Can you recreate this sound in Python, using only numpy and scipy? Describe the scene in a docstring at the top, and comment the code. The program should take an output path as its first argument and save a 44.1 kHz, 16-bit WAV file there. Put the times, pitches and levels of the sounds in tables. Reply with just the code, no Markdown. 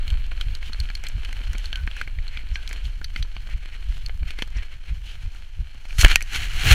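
"""On a wet forest trail a mountain bike is pedalled along, heard from a cased camera on the rider's chest.
Tyres fizz through grit and mud: filtered noise and random impacts that surge as slush is squeezed.
Drops and stones tick and ring the case, as short impacts through its resonances.
Low turbulence rumbles, and the air thumps with each pedal stroke as a push and a flurry of eddies.
At the end a glove wipes across the case by stick and slip, pumps the air and knocks the case."""
import sys
import numpy as np
from scipy import signal
from scipy.fft import rfft, irfft, next_fast_len
from scipy.io import wavfile
from scipy.ndimage import uniform_filter1d

SR = 44100
rng = np.random.default_rng(int(sys.argv[2]) if len(sys.argv) > 2 else 0)


def persist_wave(psi):
    """Save psi, clipped to +-1, as 16-bit WAV."""
    counts = np.round(np.clip(psi, -1, 1) * 32767).astype(np.int16)
    wavfile.write(sys.argv[1], SR, np.atleast_2d(counts).T)


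N = 297223
TIME = np.arange(N) / SR
LONG = next_fast_len(N, True)
HZ = np.fft.rfftfreq(LONG, 1 / SR)

# resonances of the camera case: [f/Hz, width/Hz, relative level/dB]
CASE_MODES = [(1514, 520, 8.5), (2307, 340, 7.5), (3090, 330, 6.5), (4292, 215, 9), (6030, 83, 6)]
# tyres rolling on the trail: [t/s, grit level/dB, wet spray level/dB]
TYRE_LEVELS = [(0, -46, -63), (.22, -50, -66.5), (.42, -44.5, -56.5), (.65, -48, -63), (.8, -48, -59.5),
               (1.15, -48, -61), (1.6, -44, -57), (1.85, -48.5, -61.5), (2.2, -51, -65), (2.8, -47, -61),
               (3.02, -53.5, -63), (3.6, -51, -63), (4.15, -52.5, -65.5), (4.7, -52, -63),
               (5.4, -52.5, -62), (5.78, -53.5, -64), (5.95, -49.5, -53.5)]
# swishes of the tread through mud and slush, before trims:
# [t/s, level/dB, centre f/Hz, half length/s, spray level against the swish/dB]
MUD_SWISHES = [(0.117, -47, 3020, 0.014, -16), (0.67, -41.5, 2900, 0.03, -10.5),
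               (1.055, -40, 2260, 0.023, -30), (1.65, -47, 3100, 0.048, -9), (1.766, -46.5, 1730, .03, -26),
               (1.99, -41, 2500, 0.05, -16), (2.363, -43.5, 2220, 0.052, -18),
               (2.553, -46.5, 5660, 0.015, -11), (2.71, -49, 2250, .022, -7),
               (2.858, -45.5, 3040, 0.022, -6), (3.183, -46, 2370, 0.041, -10),
               (3.522, -43, 2140, 0.024, -17), (3.641, -51.5, 2290, 0.048, -23),
               (3.739, -44.5, 2150, 0.019, -15), (3.943, -51, 3000, 0.1, -9.5),
               (4.294, -41, 2200, 0.029, -14), (4.405, -42, 2270, 0.034, -12),
               (4.573, -45.5, 5500, 0.0088, -22), (4.578, -42, 2070, 0.037, -27),
               (4.633, -41, 2250, 0.0091, -22), (4.733, -45.5, 2240, 0.02, -23),
               (4.892, -48, 2260, 0.028, -20), (5.097, -45, 2980, 0.052, -12)]
# the hand closes over the microphone between these times and then stays
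SHIELD_S, SHIELD_DB = (5.98, 6.2), -7


def gain_of(db):
    """Level to amplitude: 20 dB is a factor of ten."""
    return 10 ** (np.asarray(db) / 20)


def evened(x):
    """Normalization of mean power: scales to rms 1."""
    return x / np.sqrt(np.mean(x ** 2) + 1e-20)


def read(points, hz):
    """Spectral envelope: gain at hz from [f/Hz, level/dB] points, interpolated on log frequency."""
    f, db = np.transpose(points)
    return gain_of(np.interp(np.log(hz + 1), np.log(f + 1), db))


def follow(table, axis):
    """Amplitude envelope: one level column of a curve over time as a gain at every sample."""
    rows = np.array(table)
    return gain_of(np.interp(TIME, rows[:, 0], rows[:, axis]))


def add(mix, s, sound):
    """Superposition: adds a sound starting at s seconds, or at zero if s is negative."""
    start = max(round(s * SR), 0)
    part = mix[start:][:len(sound)]
    part += sound[:len(part)]


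def causal(gain):
    """Minimum phase: the impulse response of a gain curve, with a sharp start and ringing after."""
    log_gain = np.log(np.maximum(gain, 1e-5))
    circle = np.concatenate([log_gain, log_gain[-2:0:-1]])
    # the phase is the Hilbert transform of the log gain
    return np.fft.ifft(np.exp(np.conj(signal.hilbert(circle)))).real


def bins(size=4096):
    """Discrete spectrum: the frequencies in Hz on which filters are drawn."""
    return np.fft.rfftfreq(size, 1 / SR)


def case(ring):
    """Modal response: power resonances of the case, scaled by ring, stand on a flat response."""
    power = 1
    for hz, width, db in CASE_MODES:
        power = power + (ring * gain_of(db)) ** 2 / (1 + (2 * (bins() - hz) / width) ** 2)
    return np.sqrt(power)


def coloured(x, gain):
    """Linear filtering: convolves with a causal response and scales to rms 1."""
    return evened(signal.oaconvolve(x, causal(gain))[:N])


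def wander(hz):
    """Low-pass noise: slow random variation up to about hz, of rms 1."""
    spectrum = rfft(rng.standard_normal(LONG)) / (1 + (HZ / hz) ** 4)
    return evened(irfft(spectrum, LONG)[:N])


def grains(per_s, spread_db, hiss):
    """Shot noise: sparse random impacts of very unequal size over a bed of white noise."""
    size = gain_of(spread_db * np.minimum(rng.exponential(1, N), 4))
    struck = rng.random(N) < per_s / SR
    clicks = size * rng.choice([-1, 1], N) * struck
    return evened(clicks) + hiss * rng.standard_normal(N)


def swell(s, half_s):
    """Gaussian envelope: a smooth bump that peaks at s."""
    return np.exp(-np.minimum(((TIME - s) / half_s) ** 2, 50))


def puff(hz, half_s):
    """Pressure pulse, .2 s long: it dips quickly, overshoots and settles in slower swings."""
    t = np.arange(-SR // 10, SR // 10) / SR
    lag = t * (1 - 0.25 * np.tanh(t / half_s))  # time runs faster before the middle than after
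    return np.sqrt(2) * np.sin(2 * np.pi * hz * lag) * np.exp(-(lag / half_s) ** 2)


def eddies(spectrum, steady_s):
    """Turbulence: shaped noise whose power is evened over spans longer than steady_s."""
    x = evened(irfft(rfft(rng.standard_normal(LONG)) * read(spectrum, HZ), LONG))
    span = max(int(steady_s * SR), 1)
    power = abs(signal.hilbert(x)) ** 2 / 2
    power = uniform_filter1d(uniform_filter1d(power, span), span)
    return (x / np.sqrt(power))[:N]


def wind(lull_db=1, swing_db=-1, swing_hz=46, swing_s=0.021, buffet_db=-4, buffet_s=0.027,
         rebound_db=-14, rebound_s=0.171):
    """Turbulent pressure: rumble lulls between strokes; each adds a push, eddies and a weaker rebound."""
    # air on the microphone, before the lulls: [t/s, rumble level/dB]
    air_levels = [(0, -20), (.6, -25), (.9, -27), (1.55, -24.5), (1.95, -29), (2.2, -25.5), (2.55, -28),
                  (3.2, -27), (3.7, -30), (4.1, -24), (4.75, -30.5), (5.35, -32), (5.8, -35), (6.05, -18.5),
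                  (6.29, -28.5), (6.74, -20.5)]
    # spectrum of the steady rumble: [f/Hz, relative level/dB]
    rumble_spectrum = [(5, -22), (14, 4), (24, -0.5), (34, -2), (48, -10), (80, -21.5), (160, -37.5),
                       (400, -73)]
    # spectrum of the stroke's eddies: [f/Hz, relative level/dB]
    buffet_spectrum = [(15, -2.5), (34, -6), (55, 11.5), (75, -0.5), (100, -6), (150, -18), (250, -38),
                       (500, -68), (1500, -87)]
    # the rider's body swings into the air at each pedal stroke, in an even cadence
    first_stroke_s, stroke_s, stroke_count = .1356, .3417, 17
    stroke_db, ease_db_per_s = -20.5, -0.32

    pedalling = np.cos(2 * np.pi * (TIME - first_stroke_s) / stroke_s) * (TIME < SHIELD_S[0])
    rumble = follow(air_levels, axis=1) * eddies(rumble_spectrum, steady_s=0.039)
    out = gain_of(lull_db * pedalling) * rumble
    flurry = np.zeros(N)
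    uneven = rng.uniform(.85, 1.15, stroke_count)  # varies the pitch of the pushes, not their timing
    for k, speed in enumerate(uneven):
        s = first_stroke_s + k * stroke_s
        db = stroke_db + ease_db_per_s * s
        add(out, s - .1, gain_of(db + swing_db) * puff(swing_hz * speed, swing_s))
        rebound = gain_of(rebound_db) * swell(s + rebound_s, buffet_s)
        flurry += gain_of(db + buffet_db) * (swell(s, buffet_s) + rebound)
    return out + flurry * eddies(buffet_spectrum, steady_s=0.027)


def shoves():
    """Near-field air displacement: the hand pumps air at the microphone and jolts the mount."""
    # presses of the hand: [t/s, level/dB, swing f/Hz, half length/s, rumple level against the swing/dB]
    presses = [(5.993, -9.5, 54, 0.0051, -31), (6.049, -1, 43, 0.012, -17), (6.117, -14.5, 22, 0.019, -21),
               (6.414, -29, 49, 0.057, -7.5), (6.559, -16.5, 29.5, 0.017, -19),
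               (6.672, -19, 90, 0.021, -2.5), (6.726, -3.5, 50, 0.015, -11)]
    rumple_spectrum = [(20, -39), (75, 9.5), (115, 4.5), (180, -10.5), (300, -16), (450, -18), (1200, -33.5)]
    rumple = eddies(rumple_spectrum, steady_s=0.037)
    out = np.zeros(N)
    for s, db, hz, half_s, rumple_db in presses:
        add(out, s - .1, gain_of(db) * puff(hz, half_s))
        out += gain_of(db + rumple_db) * swell(s, 1.36 * half_s) * rumple
    return out


def glove(catch_db=1.4, bright_hz=5000, curve=1.065):
    """Stick-slip friction: wet fibres catch and slip on the case, each wipe with its own brightness."""
    # wipes that build up and let go: [t/s at the height, level/dB, rise/s, release/s, treble change/dB]
    glove_wipes = [(5.985, -29, .0015, 0.024, 11.5), (6.018, -23, 0.014, 0.0074, 18.5),
                   (6.049, -9.5, 0.0059, 0.0079, -14), (6.116, -20, 0.023, 0.021, 1.5),
                   (6.364, -25, 0.025, 0.0095, 4), (6.441, -33, 0.079, 0.017, 4),
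                   (6.62, -29, 0.1, 0.099, 4), (6.67, -24.5, 0.019, 0.032, 1),
                   (6.719, -13, 0.017, 0.021, 6)]
    # spectrum of cloth on the case: [f/Hz, relative level/dB]
    cloth_spectrum = [(150, -23), (250, -11), (635, -21), (717, -9), (995, -14), (1530, -3.5), (2240, -1.5),
                      (2950, 1), (3630, -8.5), (4240, -5.5), (4790, -15.5), (6540, -13.5), (8620, -23),
                      (10600, -22), (15500, -34)]
    slips = gain_of(catch_db * wander(hz=159)) * grains(per_s=3600, spread_db=3.5, hiss=1.0)
    rub = coloured(slips, read(cloth_spectrum, bins()) * case(ring=0.46))
    high_pass = signal.butter(2, bright_hz, "high", fs=SR, output="sos")
    treble = signal.sosfiltfilt(high_pass, rub)
    out = np.zeros(N)
    for s, db, rise_s, release_s, bright_db in glove_wipes:
        away = np.minimum(np.maximum((s - TIME) / rise_s, (TIME - s) / release_s), 20)
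        wipe = rub + (gain_of(bright_db) - 1) * treble
        out += gain_of(db) * np.exp(-away ** curve) * wipe
    return out


def rings(waver=0.014):
    """Damped free vibration: metal parts ring on after blows, wavering in pitch as they rattle."""
    # ringing parts: [t/s, mean f/Hz, level/dB, time to fall by 60 dB/s]
    metal_parts = [(1.73, 1600, -34.5, .14), (1.759, 1514, -35.5, .24), (2.562, 1540, -39, .17),
                   (2.561, 1620, -35, .088), (6.160, 1875, -29, .19)]
    out, t = np.zeros(N), np.arange(SR // 3) / SR
    for s, hz, db, t60 in metal_parts:
        shake = evened(uniform_filter1d(rng.standard_normal(len(t)), size=300))
        turns = np.cumsum(hz * (1 + waver * shake)) / SR
        add(out, s, gain_of(db - 60 * t / t60) * np.sin(2 * np.pi * turns))
    return out


def patter(level_db=-15.5, per_s=16, tick_db=-17, ticks_per_s=14):
    """Impulse excitation: mud specks each wake a lower resonance of the case; finer drops click brightly."""
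    speck_spectrum = [(400, -6), (1400, -4.0), (16000, -8)]
    drop_spectrum = [(300, -2), (2500, -2), (6500, -8), (15000, -21.5)]
    specks = np.zeros(N)
    for hz, width, db in CASE_MODES[:-1]:
        ring = 1 / np.sqrt(1 + ((bins() - hz) / width) ** 2)
        impacts = grains(per_s=per_s, spread_db=3.5, hiss=0)
        specks += gain_of(db) * coloured(impacts, ring * read(speck_spectrum, bins()))
    drops = coloured(grains(per_s=ticks_per_s, spread_db=4, hiss=0), read(drop_spectrum, bins()))
    ticks = gain_of(level_db) * evened(specks) + gain_of(tick_db) * drops
    return follow(TYRE_LEVELS, axis=1) * ticks


def blows(rows, strike, crush_s, scatter_s, scatter_db, octaves):
    """Impact response: a sharp contact, a brief crush and a scatter of debris ring through the case."""
    out, f, t = np.zeros(N), bins(), np.arange(SR // 16) / SR
    knock = causal(read([(60, 6.5), (190, 5), (400, -1.5), (800, -2), (1500, -7), (3500, -62)], f))
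    splash = causal(read([(2500, -29), (5800, 9), (8000, 1.5), (12000, -5.5), (16000, -16)], f))
    shell_spectrum = [(400, -34.5), (1400, 4.5), (4500, 3.5), (7000, -0.5), (15000, -13.0)]
    shell = case(ring=6.1) * read(shell_spectrum, f)
    crush = np.exp(-t / crush_s) + gain_of(scatter_db) * np.exp(-t / scatter_s)
    for s, db, hz, low_db, high_db in rows:
        ring = causal(shell / np.sqrt(1 + (np.log2((f + 1) / hz) / octaves * 2) ** 2))
        contact = crush * rng.standard_normal(len(t))
        contact[0] += strike
        for response, part_db in (ring, 0), (knock, low_db), (splash, high_db):
            blow = signal.fftconvolve(contact, response)
            # the level is that of the blow's energy spread over 10 ms
            blow *= np.sqrt(SR / 100) / np.linalg.norm(blow)
            add(out, s, gain_of(db + part_db) * blow)
    return out


def hits():
    """Contact duration: stones and wet clods burst and scatter; the hand's knocks are short and dry."""
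    # both tables: [t/s, ring level/dB, ring centre f/Hz, low knock and bright splash against the ring/dB]
    # the loudest stones, drops and rattles
    stone_rows = [(0.079, -36, 3400, -27, -13.5), (0.103, -36.5, 3400, -34, -13), (0.125, -49, 900, 2, -30),
                  (0.318, -42, 2350, -1, -22), (0.4111, -29.5, 3530, -25, -15.5),
                  (0.551, -37, 4450, -30, -9), (0.6272, -38.5, 2140, -18, -21),
                  (0.7322, -34.5, 4130, -34, -16), (0.801, -31, 4300, -44, -11),
                  (0.8884, -39.5, 2970, -26, -23), (0.9009, -35.5, 2300, -8.5, -19),
                  (0.952, -32.5, 4300, -40, -10), (1.0381, -41, 2280, -6, -3),
                  (1.0675, -34, 4200, -20, -12.5), (1.0858, -47.5, 2240, -13, 5),
                  (1.2487, -37, 3220, -41, -12), (1.2913, -43.5, 2800, 0, -14),
                  (1.3281, -38, 2040, -24, -9.5), (1.5318, -43.5, 1800, -17, -1.5),
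                  (1.551, -39, 2300, -15, -33), (1.582, -42, 3240, -31, -2), (1.6565, -35, 4200, -36, -13),
                  (1.7291, -29, 3200, -16, -20), (1.7572, -31, 3070, -33, -16.5),
                  (1.8747, -31, 1720, -8.5, -25), (1.9134, -39, 3100, -14, -28),
                  (1.9663, -39.5, 1710, -11, -11.5), (2.0133, -26.5, 1910, -17, -20),
                  (2.0755, -37, 2290, -8, -25), (2.187, -40, 2050, -12, -32),
                  (2.2796, -38.5, 3700, -22, -16), (2.3728, -34.5, 2850, -11, -22),
                  (2.5566, -29.5, 2770, -19.5, -33), (2.635, -57, 2430, -5, -18),
                  (2.6763, -35.5, 4370, -37, -10), (2.6915, -46, 2250, -29, -1),
                  (2.7113, -36.5, 2420, -11, -30), (2.729, -37.5, 2190, -20, -5.5),
                  (2.8536, -40.5, 3520, -33, -15), (3.0147, -41, 1570, -4.5, -21),
                  (3.044, -32.5, 4370, -38, -11.5), (3.1612, -29, 2290, -14, -22),
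                  (3.226, -32.5, 4000, -20, -15.5), (3.249, -56, 950, 6, -30),
                  (3.3657, -38.5, 2840, -5, -33), (3.4895, -55, 2190, 5, -24),
                  (3.6576, -43.5, 2660, -5.5, -15), (4.0618, -33.5, 4410, -33, -12.5),
                  (4.095, -40, 2150, -5, -37), (4.2303, -44, 2580, -3, -25), (4.3063, -36, 3080, -16, -12),
                  (4.3882, -35, 2070, -7, -15), (4.4221, -26, 2920, -5.5, -14.5),
                  (5.26, -52, 2410, -7, -21), (5.348, -52, 1440, -2, -8), (5.8535, -47, 2340, -3.5, -14),
                  (5.907, -40, 2490, -33, -23)]
    # hard, dry knocks of the hand on the camera
    knock_rows = [(6.033, -29.5, 1500, 1, -10), (6.0475, -11.5, 2400, -12, -11.5),
                  (6.061, -25, 1700, -7, -27), (6.0826, -30, 2200, -28, -6), (6.158, -8, 2370, -20, -7.5),
                  (6.2076, -33, 2340, -21, -13), (6.217, -32, 2380, -17, -21), (6.2247, -35, 6000, -14, 2)]
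    stones = blows(stone_rows, strike=3, crush_s=.0021, scatter_s=.012, scatter_db=-23, octaves=.4)
    knocks = blows(knock_rows, strike=1.95, crush_s=0.001, scatter_s=0.0087, scatter_db=-26, octaves=0.4)
    return stones + knocks


def swishes(level_db=-1, width_hz=600):
    """Band-pass noise: squeezed slush fizzes in one band for a moment."""
    out, t = np.zeros(N), np.arange(-SR // 4, SR // 4) / SR
    for s, db, hz, half_s, _ in MUD_SWISHES:
        band = signal.lfilter(*signal.iirpeak(hz, hz / width_hz, SR), rng.standard_normal(len(t)))
        band = signal.lfilter(*signal.iirpeak(hz, 1, SR), band)
        fizz = np.exp(-(t / half_s) ** 2) * evened(band)
        # no fizz peaks earlier than .25 s, the middle of its span
        add(out, s + t[0], gain_of(db + level_db) * fizz)
    return out


def tyres(thud_db=-14, clump_db=2.0, dig_db=-6, ground_db=1):
    """Granular excitation: grit crunches, water hisses, lumps thud in the frame; swishes make them surge."""
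    # spectrum of grit under the tread: [f/Hz, relative level/dB]
    grit_spectrum = [(180, -30), (300, -9), (410, -10), (656, -10), (715, -8.5), (1140, -13.5),
                     (1650, -6.5), (1830, -8), (3010, -3), (3670, -11), (4290, -8.5), (5320, -41.5),
                     (7590, -24.5), (9000, -27.5), (11700, -38.5), (19800, -120)]
    # spectrum of water off the tread: [f/Hz, relative level/dB]
    spray_spectrum = [(2500, -6), (4200, 2), (6300, 2), (8500, -7), (10000, -5), (12000, -12),
                      (14500, -11.5), (16000, -18)]
    clumps = gain_of(clump_db * wander(hz=54.0))
    crunch = clumps * grains(per_s=460, spread_db=11.5, hiss=1.97)
    grit = coloured(crunch, read(grit_spectrum, bins()) * case(ring=0.84))
    spray = coloured(clumps * rng.standard_normal(N), read(spray_spectrum, bins()))
    frame = read([(60, -17), (230, 8), (450, -5.5), (800, -9.5), (1500, -7.5), (4000, -65)], bins())
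    thuds = coloured(grains(per_s=45, spread_db=7.0, hiss=0.64), frame)
    ground = gain_of(ground_db * wander(hz=6.3))
    rolling = ground * follow(TYRE_LEVELS, axis=1)
    wet = ground * follow(TYRE_LEVELS, axis=2)
    for s, db, _, half_s, wet_db in MUD_SWISHES:
        surge = gain_of(db) * swell(s, half_s)
        # powers add
        rolling = np.hypot(rolling, gain_of(dig_db) * surge)
        wet = np.hypot(wet, gain_of(wet_db) * surge)
    return rolling * (grit + gain_of(thud_db) * thuds) + wet * spray


def scene():
    """Superposition at one microphone; the hand shields it from tyres and patter at the end."""
    shield = gain_of(np.interp(TIME, SHIELD_S, [0, SHIELD_DB]))
    trail = shield * (tyres() + patter()) + swishes() + hits() + rings()
    hand = glove() + shoves()
    return (wind() + trail + hand)[None]


def record(dry):
    """Saturation and band limiting: peaks round off near full scale, then a low-pass at edge_hz."""
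    edge_hz = 15750
    rounded = dry / (1 + dry ** 6) ** (1 / 6)
    low_pass = signal.firwin(255, edge_hz, window=("kaiser", 9), fs=SR)
    return signal.oaconvolve(rounded, low_pass[None], "same")


dry = scene()
out = record(dry)
persist_wave(out)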